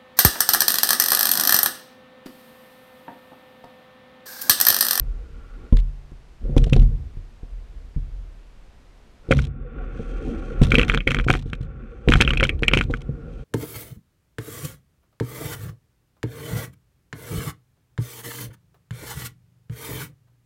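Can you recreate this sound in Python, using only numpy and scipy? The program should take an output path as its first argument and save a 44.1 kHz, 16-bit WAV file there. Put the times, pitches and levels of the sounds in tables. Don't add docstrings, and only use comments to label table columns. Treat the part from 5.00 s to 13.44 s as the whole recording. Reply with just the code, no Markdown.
import sys
import numpy as np
from scipy import signal
from scipy.io import wavfile

SR = 44100
rng = np.random.default_rng(int(sys.argv[2]) if len(sys.argv) > 2 else 0)


def inscribe(sig):
    pcm = np.round(np.clip(np.atleast_2d(sig).T, -1, 1) * 32767)
    wavfile.write(sys.argv[1], SR, pcm.astype(np.int16))


N = 372204

# f/Hz, width/Hz, relative level/dB
HULL = [(133.3, 49, 5), (232, 56.5, 2.5), (306, 153, -3.5), (363, 72, -7), (467, 61.4, 0),
        (536.7, 51, -6.5), (747, 53, -11.5)]
# f/Hz, relative density/dB per Hz
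SNAP = [(1500, 0.5), (3000, 3), (4000, 1.5), (4800, -7.5), (5600, -5), (7000, -9.5), (8600, -12),
        (10000, -18), (11200, -20), (14000, -30.5), (16500, -31.5)]
# t/s, level/dB, f/Hz, hollow ring re clack/dB, snap re clack/dB
CLACKS = [(1.731, -17, 2580, -37, -4.5), (4.3115, -16.5, 2450, -1, -10), (4.316, -15.5, 2360, -16, -7.5),
          (4.3233, -12.5, 2190, 1.5, -21), (4.3894, -25.5, 2230, 3, -11), (5.7186, -8, 2330, -6, -18),
          (5.743, -18.5, 2300, 4, -6.5), (5.7535, -4, 2530, -20, -24), (5.7842, -6.5, 2540, -15, -17),
          (5.7952, -8, 2660, -6, -21), (5.814, -10, 2380, -18, -17), (5.8317, -14.5, 2550, -8, -32),
          (5.882, -28, 2120, 1.5, -12), (5.8978, -8, 2380, -4, -21), (5.9183, -24.5, 3250, 4, -18),
          (5.939, -20.5, 2280, 3, -15), (5.9464, -12.5, 2390, -4, -8.5), (5.9749, -17.5, 3370, 2, -16),
          (6.005, -18, 2400, -26, -35), (6.0748, -6, 2250, -16, -19.5), (6.0882, -23.5, 2310, -7, -15),
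          (6.107, -14.5, 2570, -13, -12), (6.1168, -15, 2170, -3.5, -12), (6.1456, -13.5, 2210, -4.5, -10),
          (6.1676, -21, 2360, -6, -24), (6.1873, -19.5, 3080, 3, -14), (6.198, -20, 2300, 0.5, -25),
          (6.2841, -17.5, 2280, 5.5, -21), (6.3031, -8, 2360, 1, -26), (6.3382, -16, 1870, 0, -14),
          (6.352, -21, 2350, 3, -15), (6.532, -22.5, 2500, -0.5, -15), (7.0862, -13.5, 2500, -5.5, -9),
          (7.1212, -8, 2360, -1, -18), (7.1365, -6.5, 3160, -0.5, -13.5), (7.1559, -17.5, 2220, 4, -28),
          (7.2053, -9.5, 2240, -5.5, -26), (7.21, -5, 2500, -23, -3.5), (7.2206, -7.5, 2520, -6, -8.5),
          (7.2493, -20.5, 3200, -12.5, -25), (7.2764, -9.5, 2630, -7, -26), (7.2903, -23, 2460, -19.5, -10),
          (7.3055, -11, 2870, -9, -19), (7.3344, -18.5, 2310, -2, -11.5), (7.3723, -14, 2530, -29, -16),
          (7.3991, -10, 2590, -25.5, -30), (7.407, -18.5, 1950, 3.5, -12), (7.4297, -8.5, 2460, -2.5, -18),
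          (7.4352, -13, 2240, -23.5, -8), (7.4508, -18, 3080, -2.5, -20), (7.4932, -9.5, 2500, -30, -19),
          (7.6331, -8.5, 2370, -8.5, -18.5), (7.6815, -2.5, 2640, -27, -15), (7.714, -20, 2520, -2, -24),
          (7.7359, -1.5, 2400, -9, -20), (7.773, -8, 2610, -8, -13.5), (7.7881, -15, 2530, -17, -11),
          (7.8106, -13, 2420, 0, -12.5), (7.9386, -22, 2200, 5.5, -19)]


def amp(db):
    return 10 ** (np.asarray(db) / 20)


def unit_rms(x):
    return x / np.sqrt(np.mean(x ** 2) + 1e-20)


def unit_peak(x):
    return x / (abs(x).max() + 1e-12)


def add(mix, s, sound):
    part = mix[max(round(s * SR), 0):][:len(sound)]
    part += sound[:len(part)]


def causal(gain):
    log_gain = np.log(np.maximum(np.r_[gain, gain[-2:0:-1]], 1e-5))
    return np.fft.ifft(np.exp(np.conj(signal.hilbert(log_gain)))).real


def colour(points, size=8192):
    hz, db = np.transpose(points)
    log_hz = np.log(np.fft.rfftfreq(size, 1 / SR) + 1)
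    return causal(amp(np.interp(log_hz, np.log(hz), db)))


def body(resonances, size=8192):
    f = np.fft.rfftfreq(size, 1 / SR)
    power = sum((amp(db) / (1 + ((f - hz) / width * 1.67) ** 2)) ** 2 for hz, width, db in resonances)
    return causal(np.sqrt(power))


def struck(resonances, spread_db):
    return body([(hz, width, db + spread_db * rng.standard_normal()) for hz, width, db in resonances], size=2048)


def through(x, response):
    return signal.fftconvolve(x, response)[:len(x)]


def grains(per_s, spread_db, size=N):
    chance, clicks = rng.random(size) * SR / per_s, np.zeros(size)
    at = np.flatnonzero(chance < 1)
    rarity = np.minimum(-np.log(chance[at] + 1e-9), 4)
    clicks[at] = amp(spread_db * rarity) * (-1.) ** at
    return clicks


def lumps(per_s, depth_db):
    knots = rng.standard_normal(2000)
    return amp(depth_db * np.interp(np.arange(N) / SR * per_s, np.arange(len(knots)), knots))


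def hump(start, end, db, rise_db_per_s, fall_db_per_s):
    t = np.arange(N) / SR
    before, after = np.maximum(start - t, 0), np.maximum(t - end, 0)
    return amp(db - rise_db_per_s * before - fall_db_per_s * after)


def swell(t, peak_s):
    return (t / peak_s) ** 2 * np.exp(2 - 2 * t / peak_s)


def ping(t, hz, swell_s):
    return swell(t, swell_s) * np.sin(2 * np.pi * (hz * t + rng.random()))


def ring(modes, t, detune):
    hz, db, t60 = np.transpose(modes)[:, :, None]
    hz = hz * (1 + detune * rng.standard_normal(hz.shape))
    coarse = np.linspace(0, t[-1], num=4000)
    wave = (amp(db - 60 * coarse / t60) * np.sin(2 * np.pi * hz * coarse)).sum(axis=0)
    return unit_peak(np.interp(t, coarse, wave))


def hiss():
    # f/Hz, relative density/dB per Hz
    hiss_spectrum = [(40, 14), (100, -2), (300, -9), (600, -12.5), (1200, -17), (2500, -21), (5000, -27.5),
                     (9000, -35.5), (14000, -45), (16000, -58)]
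    # t/s, rms level/dB
    hiss_level = [(0, -46.5), (4.3, -47), (4.45, -78), (8.44, -51)]
    s, db = np.transpose(hiss_level)
    gain = amp(np.interp(np.arange(N) / SR, s, db))
    return unit_rms(through(rng.standard_normal(N), colour(hiss_spectrum))) * gain


def rocking():
    # t/s, level/dB
    lurches = [(0.0, -19.5), (1.8, -12), (2.54, -35), (2.78, -36.5), (3.14, -30.5), (4.44, -32),
               (5.78, -20), (7.14, -24.5)]
    return sum(hump(s, s, db, rise_db_per_s=221, fall_db_per_s=63.5) for s, db in lurches)


def sliding(column, follows, gather_db_per_s=14.5, slacken_db_per_s=10.5, edge_s=0.061):
    # start t/s, fastest t/s, stop t/s, wheel level/dB, hull water level/dB, sway level/dB
    slides = [(-0.1, 0.6, 0.67, -58, -53, -38.5), (1.457, 1.663, 1.66, -62.5, -38, -22),
              (4.28, 5.303, 5.91, -47, -35.5, -29), (5.62, 5.713, 5.86, -54.5, -38.5, -20),
              (6.088, 6.25, 6.34, -63, -42, -24.5), (6.47, 6.855, 7.07, -55, -46, -37.5),
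              (7.104, 7.2, 7.9, -61, -39.5, -22), (7.937, 8.44, 8.4, -55.5, -41, -33.5)]
    t, gain = np.arange(0, N, 64) / SR, 0
    for slide in slides:
        start, fastest, stop = slide[:3]
        speed_db = -gather_db_per_s * np.maximum(fastest - t, 0) - slacken_db_per_s * np.maximum(t - fastest, 0)
        moving = np.clip(1 + np.minimum(t - start, stop - t) / edge_s, 0, 1)
        gain = gain + moving * amp(slide[column] + follows * speed_db)
    return np.interp(np.arange(N) / SR, t, gain)


def sway(trim_db=1):
    # f/Hz, relative density/dB per Hz
    sway_spectrum = [(12, -29.5), (29, -18.5), (39, 1), (49, -10), (70, -14), (100, -28), (135, -29.5),
                     (180, -40.5), (300, -50.5), (600, -98)]
    noise = unit_rms(through(rng.standard_normal(N), colour(sway_spectrum)))
    return amp(trim_db) * noise * np.hypot(rocking(), sliding(column=5, follows=0.68))


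def rumble(trim_db=3, lap_db=-32, calm_db=-72):
    gurgle = 0
    for mode in HULL:
        ripples = grains(per_s=660, spread_db=2.5) * lumps(per_s=25, depth_db=4.5)
        gurgle = gurgle + through(ripples, body([mode]))
    at_rest = amp(lap_db) * rocking() + amp(calm_db)
    return amp(trim_db) * unit_rms(gurgle) * np.hypot(sliding(column=4, follows=1.0), at_rest)


def whirr():
    # f/Hz, width/Hz, relative level/dB
    tracks = [(800, 29, 2), (1129, 66, 3.5), (1394, 160, 6), (1370, 27, 1.5), (1700, 720, -8.5),
              (2400, 690, -10), (3500, 60, -12.5)]
    clicks = grains(per_s=2900, spread_db=3.0) * lumps(per_s=17, depth_db=2.0)
    return unit_rms(through(clicks, body(tracks))) * sliding(column=3, follows=0.75)


def thumps(lead_s=0.00303, per_clack_db=0.35, per_hollow_db=0.2):
    base_db = np.array([-17.5, -23.5, -21, -39.5])  # knock, boom, drumming, rattle at 0 dB clack and hollow ring
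    return [(s - lead_s, *(base_db + per_clack_db * db + per_hollow_db * hollow))
            for s, db, hz, hollow, bright in CLACKS]


def hull_knock(t, knock_db, scuff=0.22, scuff_s=0.0055, shudder=0.025, shudder_s=0.033,
               soft_hz=640, soft_db=-25.5, hardening=0.26):
    # f/Hz, width/Hz, relative level/dB
    pin = [(680, 120, -16.5), (1010, 140, -23.5)]
    push = rng.standard_normal(len(t)) * (scuff * np.exp(-t / scuff_s) + shudder * np.exp(-t / shudder_s))
    push[0] += 1
    edge_hz = np.clip(soft_hz * amp(hardening * (knock_db - soft_db)), 380, 3000)
    push = signal.sosfilt(signal.butter(2, edge_hz, fs=SR, output="sos"), push)
    return unit_peak(through(push, struck(HULL + pin, spread_db=3.5)))


def drumming(t, murmur, drum_hz=137, drum_scatter=0.044, drum_s=0.011, deck_db=-15, deck_s=0.07, shell_db=-11):
    # f/Hz, relative level/dB, t60/s
    shell = [(58.24, -2, 1), (88.5, -3, 0.91), (129.5, -2, 0.93), (202.1, -10, 0.36), (242, -16.5, 0.17)]
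    hz = drum_hz * (1 + drum_scatter * rng.standard_normal())
    panel = np.sin(2 * np.pi * hz * t) * np.exp(-t / drum_s)
    deck = amp(deck_db) * murmur * np.exp(-t / deck_s)
    return panel + deck + amp(shell_db) * ring(shell, t, detune=0.031)


def rattling(t, snap, decay_s=0.027):
    clicks = abs(grains(per_s=240, spread_db=0.0, size=len(t)))
    bursts = through(clicks, swell(np.arange(SR // 100) / SR, 0.00084))
    shaken = bursts * rng.standard_normal(len(t)) * np.exp(-t / decay_s)
    return unit_peak(through(shaken, snap))


def knocks(knock_trim_db=3, boom_trim_db=1, rattle_trim_db=2, thud_hz=87, thud_db=-6, thud_s=0.015):
    # t/s, knock level/dB, deep boom level/dB, drumming level/dB, rattle level/dB
    heavy_knocks = [(0.725, -15, -1, -11, -40), (1.118, -42, -32.5, -35.5, -69),
                    (1.494, -28.5, -18, -20.5, -56), (1.565, -7.5, -3, -5.5, -30),
                    (1.624, -34, -7.5, -21, -35.5), (1.667, -25, -15, -15, -44), (1.724, -14, -11, -4, -29),
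                    (1.762, -16.5, -8.5, -8.5, -51), (1.818, -23.5, -22, -15, -41),
                    (2.17, -44.5, -24.5, -33.5, -70), (2.43, -38, -26, -43, -70),
                    (2.963, -34, -15, -19, -70), (4.287, -26.5, -20, -27, -45), (4.308, -7, -28, -1, -25.5),
                    (4.369, -28, -29, -20, -27), (4.994, -26, -28.5, -27, -58),
                    (5.272, -22, -27.5, -44, -43), (5.615, -12, -2.5, -0.5, -19),
                    (5.735, -13.5, -10.5, -22, -45), (5.78, -9.5, -22, -30, -19.5),
                    (5.896, -21.5, -16, -31, -34), (6.07, -16.5, -16, -24, -43),
                    (6.265, -19.5, -34, -9.5, -28), (6.297, -9, -17, -20, -18.5),
                    (6.457, -29.5, -25, -19.5, -45), (6.608, -54, -30.5, -15.5, -44),
                    (7.076, -10.5, -8.5, -13.5, -15), (7.091, -7, -6, -12.5, -36),
                    (7.153, -18, -11, -13.5, -26.5), (7.204, -12.5, -23, -13.5, -21),
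                    (7.425, -14.5, -13.5, -21, -31), (7.623, -17, -22, -22, -30),
                    (7.732, -16, -29.5, -11, -26), (7.768, -13.5, -36.5, -13, -35),
                    (7.898, -19.5, -19, -28, -38), (8.091, -27, -31.5, -15, -66)]
    # f/Hz, relative level/dB, t60/s
    rigger_modes = [(38.7, 9.5, 0.46), (51.7, -3.5, 0.42), (68, -1.5, 0.2)]
    # f/Hz, width/Hz, relative level/dB
    deck_panels = [(61.6, 18, 4), (93, 17, -2.5), (142.3, 19, 1.5), (165.5, 28, -8.5), (242, 45, -12.5)]
    out, t = np.zeros(N), np.arange(SR * 3 // 4) / SR
    short, snap = t[:SR // 5], colour(SNAP, size=512)
    murmur = unit_rms(through(rng.standard_normal(N + len(t)), body(deck_panels)))
    thud = amp(thud_db) * np.sin(2 * np.pi * thud_hz * t) * np.exp(-t / thud_s)
    for s, knock, boom, drum, rattle in heavy_knocks + thumps():
        add(out, s, amp(knock + knock_trim_db) * hull_knock(short, knock))
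        low = amp(boom + boom_trim_db) * (ring(rigger_modes, t, detune=0.011) + thud)
        low += amp(drum) * drumming(t, murmur[round(s * SR):][:len(t)])
        add(out, s, -low * (1 - np.exp(-t / 0.0023)))
        add(out, s, amp(rattle + rattle_trim_db) * rattling(short, snap))
    return out


def chatter(per_s, column, fade_db=-4.5, spread_db=3):
    # start t/s, end t/s, tick level/dB, light clack level/dB
    flurries = [(0.747, 0.80, -33.5, -67), (1.659, 1.84, -37, -62), (4.32, 4.47, -38, -52),
                (5.713, 5.99, -29.5, -29), (6.081, 6.35, -34, -36), (7.08, 7.36, -33, -24.5),
                (7.732, 7.83, -27.5, -30.5), (7.965, 8.021, -36, -56)]
    rows = []
    for flurry in flurries:
        start, end = flurry[:2]
        times = start + (np.arange(40) + rng.random(40)) / per_s
        fade = fade_db * (times - start) / (end - start)
        levels = flurry[column] + fade + spread_db * rng.standard_normal(len(times))
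        rows += [(s, db) for s, db in zip(times, levels) if s < end]
    return rows


def ticks(trim_db=1, tone_db=-1, contact_s=0.0019, light_hz=3070, light_scatter=0.023):
    # t/s, level/dB, f/Hz
    loud_ticks = [(0.726, -39, 2970), (0.7693, -28.5, 4160), (1.5788, -21.5, 3100), (1.6408, -25.5, 3180),
                  (1.7641, -27, 4270), (1.796, -33, 3400), (4.3477, -35, 3070), (4.419, -35.5, 5860),
                  (4.45, -33.5, 3430), (5.6332, -21, 3280), (5.6489, -29, 3150), (5.705, -24.5, 3180),
                  (6.2416, -37, 3080), (6.394, -36.5, 3200), (6.424, -41, 3824), (6.499, -42.5, 3260),
                  (6.551, -39, 3270), (6.6314, -47, 3060), (7.1124, -32, 3200), (7.4688, -29, 3170),
                  (7.5917, -40, 3070), (7.8375, -31.5, 3180), (7.909, -37, 3100)]
    out, t, snap = np.zeros(N), np.arange(SR // 30) / SR, colour(SNAP)
    light = [(s, db, light_hz * np.exp(light_scatter * rng.standard_normal()))
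             for s, db in chatter(per_s=40, column=2)]
    for s, db, hz in loud_ticks + light:
        crack = unit_peak(through(rng.standard_normal(len(t)) * swell(t, contact_s), snap))
        add(out, s, amp(db + trim_db) * (crack + amp(tone_db) * ping(t, hz, swell_s=0.00035)))
    return out


def contacts(rebound_s=0.007, rebound_db=-16, rebound_scatter=0.15,
             light_hz=2400, light_hollow_db=-2, light_snap_db=-12, pitch_scatter=0.08):
    gaps = rebound_s * np.exp(rebound_scatter * rng.standard_normal(len(CLACKS)))
    rebounds = [(s + gap, db + rebound_db, *tone) for (s, db, *tone), gap in zip(CLACKS, gaps)]
    light = [(s, db, light_hz * np.exp(pitch_scatter * rng.standard_normal()), light_hollow_db, light_snap_db)
             for s, db in chatter(per_s=22, column=3)]
    return CLACKS + rebounds + light


def clacks(trim_db=2, upper_hz=3170, upper_db=-12, snap_trim_db=3, snap_s=0.0016,
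           tail_db=-17, tail_s=0.0063, hum_db=-33, hum_s=0.026, graze_db=-22, graze_s=0.0023):
    # f/Hz, width/Hz, relative level/dB
    lock_frame = [(1168, 51, -0.5), (1420, 110, -5), (1884, 250, -5), (2360, 330, 3), (3150, 220, -17),
                  (3800, 880, -29.5)]
    out, t = np.zeros(N), np.arange(SR // 10) / SR
    snap = colour(SNAP, size=512)
    for s, db, hz, hollow, bright in contacts():
        crack, scatter = rng.standard_normal((2, len(t)))
        contact = np.exp(0.38 * rng.standard_normal())
        clack = ping(t, hz, swell_s=0.00082 * contact)
        clack += amp(hollow) * ping(t, rng.uniform(1435.6, 1465.2), swell_s=0.001 * contact)
        clack += amp(upper_db) * ping(t, upper_hz, swell_s=0.0016)
        clack += amp(bright + snap_trim_db) * unit_peak(through(crack * swell(t, snap_s * contact), snap))
        frame = unit_rms(through(scatter, struck(lock_frame, spread_db=6.5)))
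        clack += frame * (amp(tail_db) * np.exp(-t / tail_s) + amp(hum_db) * np.exp(-t / hum_s))
        add(out, s, amp(db + trim_db) * clack)
        add(out, s - t[-1], amp(db + graze_db) * frame * np.exp((t - t[-1]) / graze_s))
    return out


def rush():
    # f/Hz, width/Hz, relative level/dB
    water = [(1748, 300, -6.5), (2490, 440, 4.5), (3190, 150, 5.5), (3600, 380, -9), (4100, 1400, -8),
             (6070, 1300, -9), (8250, 2300, -15.5), (11000, 2000, -32.5)]
    # grip t/s, release t/s, level/dB
    pulls = [(4.98, 5.855, -58), (7.0, 7.1, -66), (8.36, 8.6, -65)]
    pulling = sum(hump(grip, release, db, rise_db_per_s=91.5, fall_db_per_s=41) for grip, release, db in pulls)
    fizz = grains(per_s=1900, spread_db=-1.5) * lumps(per_s=71, depth_db=3.0)
    return unit_rms(through(fizz, body(water))) * pulling


def scene():
    return (hiss() + sway() + rumble() + whirr() + knocks() + ticks() + clacks() + rush())[None]


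def record(dry, edge_hz=16300):
    heard = signal.sosfilt(signal.butter(1, 10, "highpass", fs=SR, output="sos"), dry)
    rounded = heard / (1 + heard ** 8) ** (1 / 8)
    lowpass = signal.firwin(511, edge_hz, window=("kaiser", 9), fs=SR)
    return signal.oaconvolve(rounded, lowpass[None], "same")


dry = scene()
out = record(dry)
inscribe(out)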